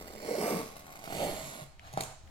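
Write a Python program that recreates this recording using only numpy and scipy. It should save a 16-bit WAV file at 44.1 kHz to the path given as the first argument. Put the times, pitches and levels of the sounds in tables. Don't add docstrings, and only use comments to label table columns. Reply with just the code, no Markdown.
import sys
import numpy as np
from scipy import signal
from scipy.fft import rfft, irfft, next_fast_len
from scipy.io import wavfile
from scipy.ndimage import map_coordinates

SR = 44100
rng = np.random.default_rng(int(sys.argv[2]) if len(sys.argv) > 2 else 0)


def wav_out(sig):
    wavfile.write(sys.argv[1], SR, np.round(np.clip(np.atleast_2d(sig).T, -1, 1) * 32767).astype(np.int16))


N = 101429
T = np.arange(N) / SR
M = next_fast_len(N + SR // 2)
HZ = np.fft.rfftfreq(M, 1 / SR)

# start_s, pluck_db, crackle_db
SNAGS = [(0.012, -36.5, -51.5), (0.074, -53, -48.5), (0.602, -29, -52), (0.7658, -33.5, -49),
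         (0.7936, -41.5, -51.5), (0.865, -56, -54), (0.9044, -41.5, -54), (0.9233, -48, -49.5),
         (0.9565, -38, -50), (0.991, -38, -52), (1.0396, -35.5, -46.5), (1.057, -44, -50),
         (1.076, -29.5, -75), (1.105, -36, -61), (1.125, -26, -45.5)]


def amp(db):
    return 10 ** (np.asarray(db) / 20)


def unit(x):
    return x / np.sqrt(np.mean(x ** 2) + 1e-20)


def along(points, hz=HZ):
    pitches, values = np.transpose(points)
    return np.interp(np.log(hz + 1), np.log(pitches + 1), values)


def curves(rows):
    times, *columns = np.transpose(rows)
    return [np.interp(T, times, column) for column in columns]


def filtered(x, response):
    return irfft(rfft(x, M) * response, M)[..., :N]


def colour(points):
    cepstrum = irfft(np.log(unit(amp(along(points)))), M)
    cepstrum[1:M // 2] *= 2
    cepstrum[M // 2 + 1:] = 0
    return np.exp(rfft(cepstrum))


def body(modes, low_hz=110, high_hz=1071):
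    ring = sum(amp(db) * 1j * HZ * width / (hz * hz - HZ * HZ + 1j * HZ * width)
               for hz, width, db in modes)
    low, high = 1j * HZ / low_hz, 1j * HZ / high_hz
    ring = ring * low ** 2 / (1 + low + low ** 2) / (1 + high + high ** 2) ** 2
    return ring / np.abs(irfft(ring, M)).max()


def taps(times, sizes):
    return np.bincount(np.clip(np.asarray(times) * SR, 0, N).astype(int), sizes, N + 1)[:N]


def burst(s, db, decay_s):
    return amp(db) / 2 * (T >= s) * np.exp(-np.abs(T - s) / decay_s) * rng.standard_normal(N)


def swell(s, width_s):
    return np.exp(-.5 * ((T - s) / width_s) ** 2)


def panned(x, pan_db):
    gains = amp(np.array([[.5], [-.5]]) * pan_db)
    return filtered(x, gains / gains.mean(axis=0))


def diffuse(pair):
    # pitch_hz, likeness (1 = the same)
    alike = [(30, 0.22), (130, 1), (300, 0.84), (1300, 0.11)]
    turn = np.arccos(np.clip(along(alike), -1, 1)) / 2
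    mid, side = filtered(pair, np.array([np.cos(turn), np.sin(turn)]))
    return np.array([mid + side, mid - side])


def room_tone(level_db=-57, sway_db=4):
    # pitch_hz, level_db
    rumble_tone = [(20, 4.5), (45, -14), (64, 1.5), (130, -13.5), (250, -24), (700, -24), (2000, -33),
                   (16000, -50)]
    sway = map_coordinates(rng.standard_normal(size=40), [T * 6], mode="mirror")
    rumble = filtered(diffuse(rng.standard_normal((2, N))), amp(along(rumble_tone)))
    return amp(level_db + sway_db * sway) * unit(rumble)


def room(x, places=12, walls_decay_s=0.0016, walls_db=3, walls_low_hz=1660, left_lead_s=0.00024):
    # pitch_hz, fade_s
    fade_times = [(350, 0.37), (900, 0.53), (5000, 0.7), (15000, 0.2)]
    # pitch_hz, level_db
    tail_tone = [(100, -2.5), (400, -7.5), (1000, -7.5), (15000, -1.5)]
    hz, t, noise = signal.stft(rng.standard_normal((2, N)), SR, nperseg=256)
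    fading = noise * amp(-60 * t / along(fade_times, hz)[:, None])
    tail = signal.istft(fading, SR, nperseg=256)[1][:, :N] * (T > .004)
    tail = filtered(unit(tail) / np.sqrt(N), amp(along(tail_tone)))
    echoes = 0
    for place in np.eye(places):
        walls = rfft(rng.standard_normal((2, N)) * np.exp(-T / walls_decay_s), M)
        share = np.interp(T, np.linspace(0, T[-1], places), place)
        echoes = echoes + filtered(x * np.sqrt(share), walls / np.abs(walls))
    echoes = filtered(echoes, amp(walls_db) * HZ / np.hypot(HZ, walls_low_hz))
    direct = np.exp(1j * np.pi * HZ * left_lead_s * np.array([[1], [-1]]))
    return filtered(x, direct + rfft(diffuse(tail), M)) + echoes


def hum_and_flaps(rise_s=0.0025):
    # start_s, pitch_hz, level_db, decay_s
    low_tones = [(0.0, 64.6, -47.5, 0.11), (1.43, 143, -46, 0.034), (1.617, 144, -39, 0.019),
                 (1.94, 135.5, -38.5, 0.055)]
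    out = 0
    for s, hz, db, decay_s in low_tones:
        age = np.maximum(T - s, 0)
        level = amp(db) * (1 - np.exp(-age / rise_s)) * np.exp(-age / decay_s)
        out = out + level * np.sin(2 * np.pi * hz * age)
    return out


def ticks():
    # start_s, level_db
    hits = [(1.7954, -22.5), (2.276, -33)]
    # pitch_hz, level_db
    tick_tone = [(900, -27), (1600, -9.5), (2600, 2), (3500, -8), (15000, -40)]
    return filtered(sum(taps([s], [amp(db)]) for s, db in hits), colour(tick_tone))


def sticking_blade(groan_width_cycles=2.04):
    # peak_s, pitch_hz, level_db
    groans = [(0.292, 437, -29.5), (0.315, 472, -25.5), (0.340, 453, -28), (0.356, 592, -32),
              (0.387, 388, -27), (0.446, 224, -30), (0.536, 220, -32.5), (0.561, 174.6, -37.5)]
    # peak_s, half_length_s, pitch_hz, glide_hz_per_s, width_hz, level_db
    rings = [(0.31, 0.08, 2222, 6, 60, -66), (0.37, 0.08, 4875, 4500, 700, -57),
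             (0.44, 0.037, 8370, -5.5, 300, -65), (1.41, 0.08, 7290, 1.5, 1000, -56.5)]
    out = sum(amp(db) * swell(s, groan_width_cycles / hz) * np.sin(2 * np.pi * hz * (T - s))
              for s, hz, db in groans)
    for s, width_s, hz, glide, width_hz, db in rings:
        flutter = filtered(rng.standard_normal(N), 1 / (1 + (HZ / width_hz) ** 2))
        tone = np.sin(2 * np.pi * np.cumsum(hz + glide * (T - s)) / SR)
        out = out + amp(db) * swell(s, width_s) * unit(flutter * tone)
    return out


def knife_at_frame():
    # start_s, knock_db, click_db
    hits = [(1.929, -50, -39.5), (1.937, -35.5, -36), (1.9745, -17.5, -28.5), (2.0055, -28.5, -36),
            (2.0081, -34, -19), (2.0143, -61, -30), (2.023, -57, -31.5), (2.0357, -53, -27)]
    # pitch_hz, width_hz, level_db
    wood = [(131, 75, -3.5), (184, 15, -2.5), (414, 470, -7.5), (638, 34, 3.5), (760, 73, -5),
            (1400, 520, -5.5)]
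    # time_s, level_db
    rub_levels = [(1.78, -68.5), (1.83, -58), (1.875, -49.5), (1.9, -55.5), (1.97, -52.5), (1.985, -42),
                  (2.02, -51.5), (2.12, -53.5), (2.25, -92)]
    # pitch_hz, level_db
    click_tone = [(500, -2.5), (3000, -8.5), (7000, -1.5), (10800, -7), (16000, -16.5)]
    rub_tone = [(100, 3), (400, -12), (650, 0.5), (1150, -4.5), (2200, -13.5), (7000, -21.5), (16000, -35)]
    knocks = filtered(sum(taps([s], [amp(db)]) for s, db, _ in hits), body(wood))
    clicks = filtered(sum(burst(s, db, decay_s=0.0016) for s, _, db in hits), colour(click_tone))
    rub = amp(curves(rub_levels)[0]) * unit(filtered(rng.standard_normal(N), colour(rub_tone)))
    return panned(clicks + knocks + rub, pan_db=-2.5)


def cloth_drum(plucks, level, stage, scrape=0.76):
    # pitch_hz, width_hz, level_db
    first_pull = [(231, 40, 5.5), (310, 87, 5.5), (424, 82, 7.5), (570, 89, 0), (1110, 240, -8)]
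    light_blade = [(187, 150, -5.5), (635, 122, 2), (790, 59, -9.5), (1080, 57, -5.5), (1314, 480, -2.5)]
    second_pull = [(166, 150, 2), (318, 210, -2), (442, 140, 0), (585, 54, 4), (740, 40, -28),
                   (1170, 100, -20)]
    shaking = plucks + scrape * rng.standard_normal(N)
    snags = sum(taps([s], [amp(db)]) for s, db, _ in SNAGS)
    drum = 0
    for k, modes in enumerate([first_pull, light_blade, second_pull]):
        ring = body(modes)
        push = shaking / filtered(shaking, ring).std() * level + snags
        share = np.clip(1 - np.abs(stage - k), 0, 1)
        drum = drum - filtered(push * share, ring)
    return drum


def fibre_crackle(snaps, level, treble_db, stage, decay_s=0.0013, scrape=0.43, treble_hz=6500):
    # pitch_hz, level_db
    early_tone = [(500, -14), (1300, 8.5), (1650, -1.5), (2000, 10.5), (3300, -2), (4700, 2.5),
                  (6800, -0.5), (10300, -1.5), (13000, -1), (14200, -6)]
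    late_tone = [(500, 11), (1300, -6.5), (1650, 0.5), (2000, 7), (3000, 1.5), (4650, 1), (5400, -3),
                 (7000, 0.5), (11000, -2), (13300, -5.5), (16000, -12.5)]
    power = np.abs(filtered(snaps, 1 / (1 + 2j * np.pi * HZ * decay_s)))
    fibres = np.sqrt(power / power.mean() + scrape) * rng.standard_normal(N)
    fibres = unit(fibres * amp(-4 * rng.standard_normal(N)))
    treble = filtered(fibres, HZ ** 4 / (HZ ** 4 + treble_hz ** 4))
    crackle = (fibres + treble * (amp(treble_db) - 1)) * level
    tears = 2 * sum(burst(s, db, decay_s=0.007) for s, _, db in SNAGS)
    later = np.clip(stage, 0, 1)
    early = filtered(crackle * (1 - later) + tears, colour(early_tone))
    return early + filtered(crackle * later, colour(late_tone))


def cut(threads_per_s=420, doubling_db=6.5, scatter_gaps=0.3196, pluck_spread_db=2, snap_spread_db=1):
    # time_s, cloth_db, crackle_db
    first_pull = [(0, -51.5, -58), (0.2, -51, -57), (0.28, -41.5, -49), (0.37, -41.5, -49),
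                  (0.415, -33.5, -45), (0.51, -31.5, -44), (0.6, -38.5, -50), (0.69, -52, -57),
                  (0.82, -56, -61)]
    second_pull = [(0.888, -48.5, -59.5), (0.982, -53.5, -61.5), (1.06, -49, -55.5), (1.16, -40, -46),
                   (1.236, -31.5, -43), (1.34, -41.5, -48), (1.52, -48, -52), (1.624, -51.5, -53.5),
                   (1.67, -69, -72)]
    # time_s, stage (0 first pull, 1 light blade, 2 second pull)
    stages = [(0.58, 0), (0.74, 1), (1.1, 1.58), (1.25, 2.26), (1.42, 0.84)]
    stage, = curves(stages)
    cloth_db, crackle_db = curves(first_pull + second_pull)
    cutting = np.interp(T, [1.66, 1.74], [1, 0])
    speed_db = crackle_db + 45
    rate = threads_per_s * 2 ** (speed_db / doubling_db)
    passed = np.cumsum(rate) / SR
    jitter, pluck_size, snap_size = rng.standard_normal((3000, 3))[:int(passed[-1])].T
    times = np.interp(np.arange(len(jitter)) + scatter_gaps * jitter, passed, T)
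    plucks = unit(taps(times, amp(pluck_spread_db * pluck_size)) / np.sqrt(rate))
    snaps = taps(times, amp(snap_spread_db * snap_size) ** 2) / rate
    drum = cloth_drum(plucks, amp(cloth_db) * cutting, stage)
    crackle = fibre_crackle(snaps, amp(crackle_db + 0.5) * cutting, 0.083 * speed_db, stage)
    return drum + crackle


def scene(tick_room_share=0.37):
    # pitch_hz, left_minus_right_db
    canvas_pan = [(130, 1.5), (380, -3.5), (700, -4.5), (1290, 2.5), (2300, -6), (4400, -4)]
    handling = ticks()
    canvas = panned(cut() + sticking_blade(), along(canvas_pan))
    in_room = room(canvas + hum_and_flaps() + knife_at_frame() + tick_room_share * handling)
    return in_room + (1 - tick_room_share) * handling + room_tone()


def record(dry, top_hz=15950):
    return filtered(dry, HZ < top_hz)


dry = scene()
out = record(dry)
wav_out(out)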